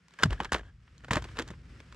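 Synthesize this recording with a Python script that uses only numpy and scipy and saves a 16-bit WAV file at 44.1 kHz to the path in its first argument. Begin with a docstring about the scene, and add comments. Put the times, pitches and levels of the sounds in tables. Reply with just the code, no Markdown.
"""Skis shifting on packed snow

A standing skier moves skis and poles, heard from a camera worn on the body. Impacts set the gear
clacking in its damped modes, and the skis thud as they flex. The crust fails by brittle fracture,
in clusters of tiny cracks with crumbs trickling after. Clothing rustles softly by friction
over a faint low outdoor rumble."""
import sys
import numpy as np
from scipy import signal
from scipy.fft import rfft, irfft
from scipy.io import wavfile
from scipy.ndimage import uniform_filter1d

SR = 44100
rng = np.random.default_rng(int(sys.argv[2]) if len(sys.argv) > 2 else 0)


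def to_wav(s):
    """Save 16-bit WAV."""
    ch = np.atleast_2d(s).T  # columns
    pcm = np.round(np.clip(ch, -1, 1) * 32767)  # PCM
    wavfile.write(sys.argv[1], SR, pcm.astype(np.int16))


N = 85995

# cracks of snow and gear: t/s, body level/dB, middle level/dB, treble level/dB, decay/s
CRACKS = [(0.083, -81, -50, -51, .001), (.108, -68, -54.5, -57, 0.0014), (.137, -63, -53, -58.5, 0.0036),
          (.188, -59, -37.5, -48, 0.0024), (.196, -49.5, -41, -53, 0.0038), (.224, -41, -30, -40, 0.0034),
          (0.2327, -20.5, -14, -42, 0.0019), (0.2337, -25.5, -20.5, -19, 0.0023),
          (.257, -28.5, -35, -45, 0.0021), (.306, -35, -33.5, -40.5, 0.0018), (.322, -37, -41, -62, 0.0043),
          (0.3279, -39.5, -35, -45, 0.0039), (.402, -30.5, -30, -44, 0.0038),
          (.414, -31.5, -40, -59, 0.0019), (.422, -39, -40, -67, 0.0026), (.433, -60, -37, -44, 0.0018),
          (.446, -58, -31, -38, 0.0022), (.451, -42, -33, -48, 0.0037), (0.5199, -27, -21.5, -33, 0.0035),
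          (.529, -48, -33.5, -31.5, 0.0044), (.532, -32, -23.5, -34, 0.0021),
          (.543, -30.5, -24, -32.5, 0.0035), (.547, -24, -28, -76, 0.0021), (0.56, -36, -36.5, -50, 0.0059),
          (.583, -46, -41.5, -47.5, 0.0019), (.592, -42, -46, -61, 0.0034),
          (.609, -43.5, -47.5, -65, 0.0022), (.632, -55, -51, -76, .002), (.878, -78, -52, -74, 0.0017),
          (0.98, -72, -60.5, -48.5, 0.0011), (1.005, -74.5, -54.5, -70.5, .0015),
          (1.037, -53.5, -48, -66, 0.0023), (1.0449, -44.5, -40.5, -52.5, 0.0031),
          (1.082, -44, -43, -59, 0.0049), (1.108, -24, -19.5, -37, 0.003), (1.113, -35.5, -39, -38, 0.0071),
          (1.1325, -33.5, -23.5, -28.5, 0.0027), (1.143, -38, -33, -44, 0.0035),
          (1.156, -42, -22.5, -30.5, 0.0021), (1.168, -27.5, -26.5, -40.5, 0.0046),
          (1.222, -45, -40, -45, 0.0026), (1.241, -52, -42.5, -48, 0.0056),
          (1.251, -46, -52.5, -70, 0.0069), (1.287, -71, -47.5, -62, 0.0044),
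          (1.37, -43, -37.5, -43.5, 0.0024), (1.383, -46, -37, -52, 0.0038),
          (1.388, -28.5, -23.5, -30, 0.0018), (1.3954, -26, -25, -33.5, 0.0017),
          (1.402, -32, -34, -47, 0.0025), (1.417, -40, -40, -49, 0.0026), (1.422, -36, -39.5, -41, 0.0024),
          (1.477, -66, -44.5, -45, 0.0019), (1.486, -64, -43, -47, 0.0019), (1.503, -49, -44, -53, 0.0044),
          (1.512, -38.5, -48, -56.5, 0.0023), (1.534, -55, -50.5, -81, 0.0039),
          (1.802, -51, -44.5, -53, 0.0025), (1.924, -75, -45, -52.5, 0.0029), (1.945, -53, -53, -58, .003)]
# spectra of the three registers of a crack: f/Hz, level/dB
CRACK_BODY = [(80, -24), (200, 0.5), (330, 2.5), (600, -2.5), (850, -9), (1300, -12), (3000, -58),
              (9000, -79.5)]
CRACK_MIDDLE = [(400, -35.5), (800, -3.5), (1050, 4), (1300, 2), (1650, 3.5), (2400, -4), (3000, -4.5),
                (3800, -16), (6000, -43), (14000, -68)]
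CRACK_TREBLE = [(1800, -22.5), (3500, 1), (4400, -2), (5800, -7.5), (7000, -6), (8500, -13.5),
                (10500, -22.5), (12500, -24.5), (14000, -37.5), (16000, -43.5)]
# modes of hard gear, ski, boot, the ski's hollow shell and pole: f/Hz, level/dB, T60/s
GEAR_MODES = [(930, -10, 0.016), (1350, 0.5, 0.017), (1572, 0.5, 0.016), (2102, -8, 0.0094),
              (2940, -10, 0.023), (3486, -1.5, 0.011), (4460, -20, 0.026), (5050, -10.5, 0.015),
              (5920, -24, 0.025), (6870, -20, .013), (7900, -21, 0.01405)]
SKI_MODES = [(663, -9.5, 0.015), (866, 3.5, 0.0096), (1115, -1.5, 0.0093), (1635, -9.5, 0.028),
             (3005, -18, 0.044)]
BOOT_MODES = [(330, -1, 0.085), (478, -5.5, 0.1), (1000, -11.5, 0.082), (1540, -3, .06), (2750, -9, .03),
              (4000, -10, 0.045)]
SKI_SHELL_MODES = [(597, 0.5, 0.056), (927, 3, 0.035), (1075, 1.5, 0.044), (1663, -10, 0.055)]
POLE_MODES = [(1270, -11.5, .03), (1628, 1, .045), (1750, -3.5, .04), (3160, -9, .03)]
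# impacts on each of them (the gear's clack is a double contact): t/s, level/dB
GEAR_KNOCKS = [(.2346, -13), (.23598, -13)]
SKI_KNOCKS = [(.4022, -16), (.5208, -25), (1.1078, -34)]
BOOT_KNOCKS = [(1.3895, -34), (1.3983, -32.5)]
SKI_SHELL_KNOCKS = [(.5475, -32.5), (1.1085, -37.5), (1.1685, -26.5)]
POLE_TAPS = [(.189, -36), (.197, -41), (.329, -40), (.378, -48), (.452, -40), (.492, -46), (.56, -38),
             (.594, -44), (.651, -58), (.667, -60), (.682, -56.5), (.697, -57)]
# skis thudding on the snow: t/s, initial f/Hz, peak level/dB, rise/s
THUDS = [(.238, 137, -24.5, 0.0058), (.252, 161, -17.5, 0.0061), (0.271, 121, -25, 0.00984),
         (.305, 64.6, -24, 0.016), (0.404, 62.3, -42, 0.028), (0.52, 73.1, -31, 0.018),
         (.528, 157.7, -36.5, 0.012), (.585, 60.4, -41, 0.018), (1.110, 148, -19, 0.0027),
         (1.162, 120, -19.5, 0.0027), (1.167, 74.5, -39, 0.016), (1.502, 183, -38.5, .005)]
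# snow packing under the skier's weight: t/s, duration/s, level/dB, release/s
CRUNCHES = [(0.196, 0.059, -44, 0.015), (0.296, 0.03, -46, 0.03), (0.391, 0.066, -49.5, 0.015),
            (0.516, 0.048, -40, .022), (0.629, 0.069, -64.5, 0.012), (1.105, .07, -35.5, .015),
            (1.21, 0.32, -69.5, .03), (1.354, 0.058, -49, .018), (1.468, 0.019, -54, 0.023)]
# spectra of snow grains, padded fabric, jacket shell and outdoor rumble: f/Hz, level/dB
CRUNCH_SPECTRUM = [(100, -4.5), (250, 2.5), (600, -1.5), (1100, -3), (1700, -0.5), (2400, -11), (3100, -9),
                   (4500, -19), (7000, -22), (10000, -34), (12500, -41), (15000, -57.5)]
RUB_SPECTRUM = [(80, -12), (160, -4), (250, 4), (350, -3.5), (480, -8.5), (620, -17.5), (900, -33.5),
                (2000, -53), (6000, -85)]
RUSTLE_SPECTRUM = [(100, -13), (300, -2.5), (550, -6.5), (850, -8.5), (1300, -1), (1750, -0.5),
                   (2400, -4.5), (3100, -7), (4000, -12), (5200, -11), (6300, -17), (8000, -19),
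                   (11000, -31.5), (15000, -46)]
RUMBLE_SPECTRUM = [(15, -45), (28, -14.5), (55, 5.5), (85, -1), (120, -0.5), (170, -13), (240, -26.5),
                   (450, -45), (1000, -66.5), (4000, -100)]
# envelopes of padded fabric, jacket shell and outdoor rumble: t/s, level/dB
RUB_ENVELOPE = [(0, -86), (.22, -69), (.26, -48.5), (.36, -60), (.62, -69), (.78, -81.5), (.95, -69),
                (1.3, -58), (1.6, -65), (1.75, -59.5), (1.9, -66), (1.95, -55)]
RUSTLE_ENVELOPE = [(0, -74), (.15, -65.5), (.35, -61), (.62, -71.5), (.78, -75.5), (.88, -69.5), (1, -68),
                   (1.34, -57.5), (1.45, -63.5), (1.62, -67.5), (1.72, -61.5), (1.88, -64), (1.95, -64)]
RUMBLE_ENVELOPE = [(0, -70), (.17, -79), (.25, -31.5), (.45, -53.5), (.65, -51), (.8, -57.5), (.87, -58),
                   (1.02, -53.5), (1.15, -39.5), (1.35, -46.5), (1.6, -49), (1.95, -53.5)]
# left microphone port relative to the right: f/Hz, level/dB
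PORT_BALANCE = [(100, 0.8), (1700, -0.7), (2500, 1), (3500, 1.5), (4600, -4), (6800, -7), (8000, -1),
                (9000, 1.5), (10200, -4), (12000, -6), (14000, -3.5)]
# phase of the left port relative to the right: f/Hz, phase/rad
PORT_PHASE = [(30, -.02), (300, -.1), (700, -.2), (1450, -.52), (2500, -.72), (4500, -1.05), (6600, -1.2),
              (8300, -.5), (10000, -1.4), (13000, -1.6)]
# sound scattered off body and snow: f/Hz, level/dB
SCATTER_SPECTRUM = [(100, -34), (500, -30), (1000, -25), (3000, -19), (7000, -14), (14000, -8)]


def cracks(rise_s=0.00058, tail_db=-27.5, tail_s=0.014, spread=0.54, size=4096):
    """Brittle fracture: each crack is a fast-dying burst of tiny breaks with a faint tail."""
    out, t = np.zeros(N), np.arange(size) / SR
    registers = [response(spectrum) for spectrum in (CRACK_BODY, CRACK_MIDDLE, CRACK_TREBLE)]
    for start, *levels, decay in CRACKS:
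        envelope = (1 - np.exp(-t / rise_s)) * (np.exp(-t / decay) + undb(tail_db) * np.exp(-t / tail_s))
        for db, register in zip(levels, registers):
            push, strength = rng.standard_normal((2, size))
            burst = through(envelope * push * np.exp(spread * strength), register)
            add(out, start, unit(burst) * undb(db) * np.sqrt(2 * np.mean(envelope ** 2)))
    return out


def knocks(impacts, modes, size=8192):
    """Free vibration: a struck object rings as a sum of exponentially damped normal modes."""
    out, t = np.zeros(N), np.arange(size) / SR
    ring = sum((-1) ** k * undb(db) * np.sin(2 * np.pi * hz * t) * np.exp(-np.log(1000) * t / t60)
               for k, (hz, db, t60) in enumerate(modes))
    for start, db in impacts:
        add(out, start, undb(db) * ring)
    return out


def ski_thuds(sag_per_s=6.6):
    """Damped flexure: a ski bends against the snow in a low swell whose pitch sags as it settles."""
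    out = np.zeros(N)
    for start, hz, db, rise in THUDS:
        t = since(start)
        cycles = hz * np.log1p(sag_per_s * t) / sag_per_s  # integral of hz / (1 + sag_per_s * t)
        swell = (t / rise * np.exp(1 - t / rise)) ** 2
        out += undb(db) * swell * np.sin(2 * np.pi * cycles)
    return out


def snow_crunch(rise_s=0.0068, grains_per_s=5400, spread_db=3.5):
    """Shot noise: uneven grains give way at random while the snow is loaded, then trickle out."""
    envelope = sum(undb(db) * (1 - np.exp(-since(start) / rise_s))
                   * np.exp(-since(start + duration) / release)
                   for start, duration, db, release in CRUNCHES)
    sizes = undb(spread_db * np.minimum(rng.exponential(size=N), 4))
    grains = (rng.random(N) < grains_per_s / SR) * sizes * rng.choice([-1, 1], N)
    return envelope * unit(through(grains, response(CRUNCH_SPECTRUM)))


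def clothing(flicker_db=1, grit=0.45, side_db=-7.5):
    """Friction noise: padded fabric rubs dully, and the shell's fine creases give a wider rustle."""
    flicker = unit(uniform_filter1d(uniform_filter1d(rng.standard_normal(N), size=500), size=500))
    slips = rng.standard_normal(N) * np.exp(grit * rng.standard_normal(N))
    creases = unit(through(slips, response(RUSTLE_SPECTRUM)))
    rustle = creases + undb(side_db) * noise(RUSTLE_SPECTRUM) * np.array([[1], [-1]])
    rub = noise(RUB_SPECTRUM) * undb(curve(RUB_ENVELOPE))
    return rub + rustle * undb(curve(RUSTLE_ENVELOPE) + flicker_db * flicker)


def background(drone_hz=168.5, bandwidth_hz=34, drone_db=-67.5):
    """Band-limited noise: a broad low band is heard as rumble, a narrow one as a faint far drone."""
    resonance = signal.iirpeak(drone_hz, drone_hz / bandwidth_hz, fs=SR)
    drone = signal.lfilter(*resonance, noise([(60, -30), (drone_hz, 0), (400, -30)]))
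    rumble = noise(RUMBLE_SPECTRUM) * undb(curve(RUMBLE_ENVELOPE))
    return rumble + undb(drone_db) * unit(drone)


def microphone_ports(x, scatter_s=.008, size=2048):
    """Path difference and scattering off body and snow: two close ports differ in level and phase."""
    padded = 2 * N
    split = np.sqrt(undb(across(PORT_BALANCE, padded))) * np.exp(.5j * across(PORT_PHASE, padded))
    echoes = rng.standard_normal(size) * np.exp(-np.arange(size) / SR / scatter_s)
    scatter = rfft(echoes / np.linalg.norm(echoes), padded) * undb(across(SCATTER_SPECTRUM, padded))
    left_right = np.array([split + scatter, 1 / split - scatter])
    return irfft(rfft(x, padded) * left_right)[:, :N]


def undb(db):
    """Amplitude ratio of a level in decibels."""
    return 10 ** (np.asarray(db) / 20)


def unit(x):
    """Normalisation to rms 1."""
    return x / np.sqrt(np.mean(x ** 2) + 1e-18)


def since(start):
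    """Seconds elapsed since an onset, zero before it."""
    return np.maximum(np.arange(N) / SR - start, 0)


def curve(points):
    """Linear interpolation of (t/s, value) points."""
    return np.interp(since(0), *np.array(points).T)


def across(points, size):
    """Log-frequency interpolation of (f/Hz, value) points onto Fourier bins."""
    hz, value = np.array(points, float).T
    bins_hz = np.maximum(np.fft.rfftfreq(size, 1 / SR), 1)
    return np.interp(np.log(bins_hz), np.log(hz), value)


def response(spectrum, size=4096):
    """Minimum-phase impulse response of a spectrum, by folding its cepstrum."""
    cepstrum = irfft(np.log(undb(across(spectrum, size))))
    cepstrum[1:size // 2] *= 2
    cepstrum[size // 2 + 1:] = 0
    return irfft(np.exp(rfft(cepstrum)))


def through(x, impulse_response):
    """Linear filtering by convolution."""
    return signal.fftconvolve(x, impulse_response)[:len(x)]


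def noise(spectrum):
    """Spectral shaping of white noise, at rms 1."""
    return unit(through(rng.standard_normal(N), response(spectrum)))


def add(out, start, x):
    """Superposition of a sound at its onset time."""
    i = max(int(start * SR), 0)
    out[i:i + len(x)] += x[:max(len(out) - i, 0)]


def scene():
    """Superposition: gear, snow and background reach the two ports, and nearby clothing adds to them."""
    gear = (knocks(GEAR_KNOCKS, GEAR_MODES) + knocks(SKI_KNOCKS, SKI_MODES)
            + knocks(BOOT_KNOCKS, BOOT_MODES) + knocks(SKI_SHELL_KNOCKS, SKI_SHELL_MODES)
            + knocks(POLE_TAPS, POLE_MODES))
    return microphone_ports(gear + cracks() + ski_thuds() + snow_crunch() + background()) + clothing()


def record(dry):
    """Band limiting: the camera cuts the deepest bass and the highest treble."""
    bottom_hz, top_hz = 30, 15900
    x = signal.sosfilt(signal.butter(2, bottom_hz, "highpass", fs=SR, output="sos"), dry)
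    return signal.sosfilt(signal.ellip(8, .2, 70, top_hz, fs=SR, output="sos"), x)


dry = scene()
out = record(dry)
to_wav(out)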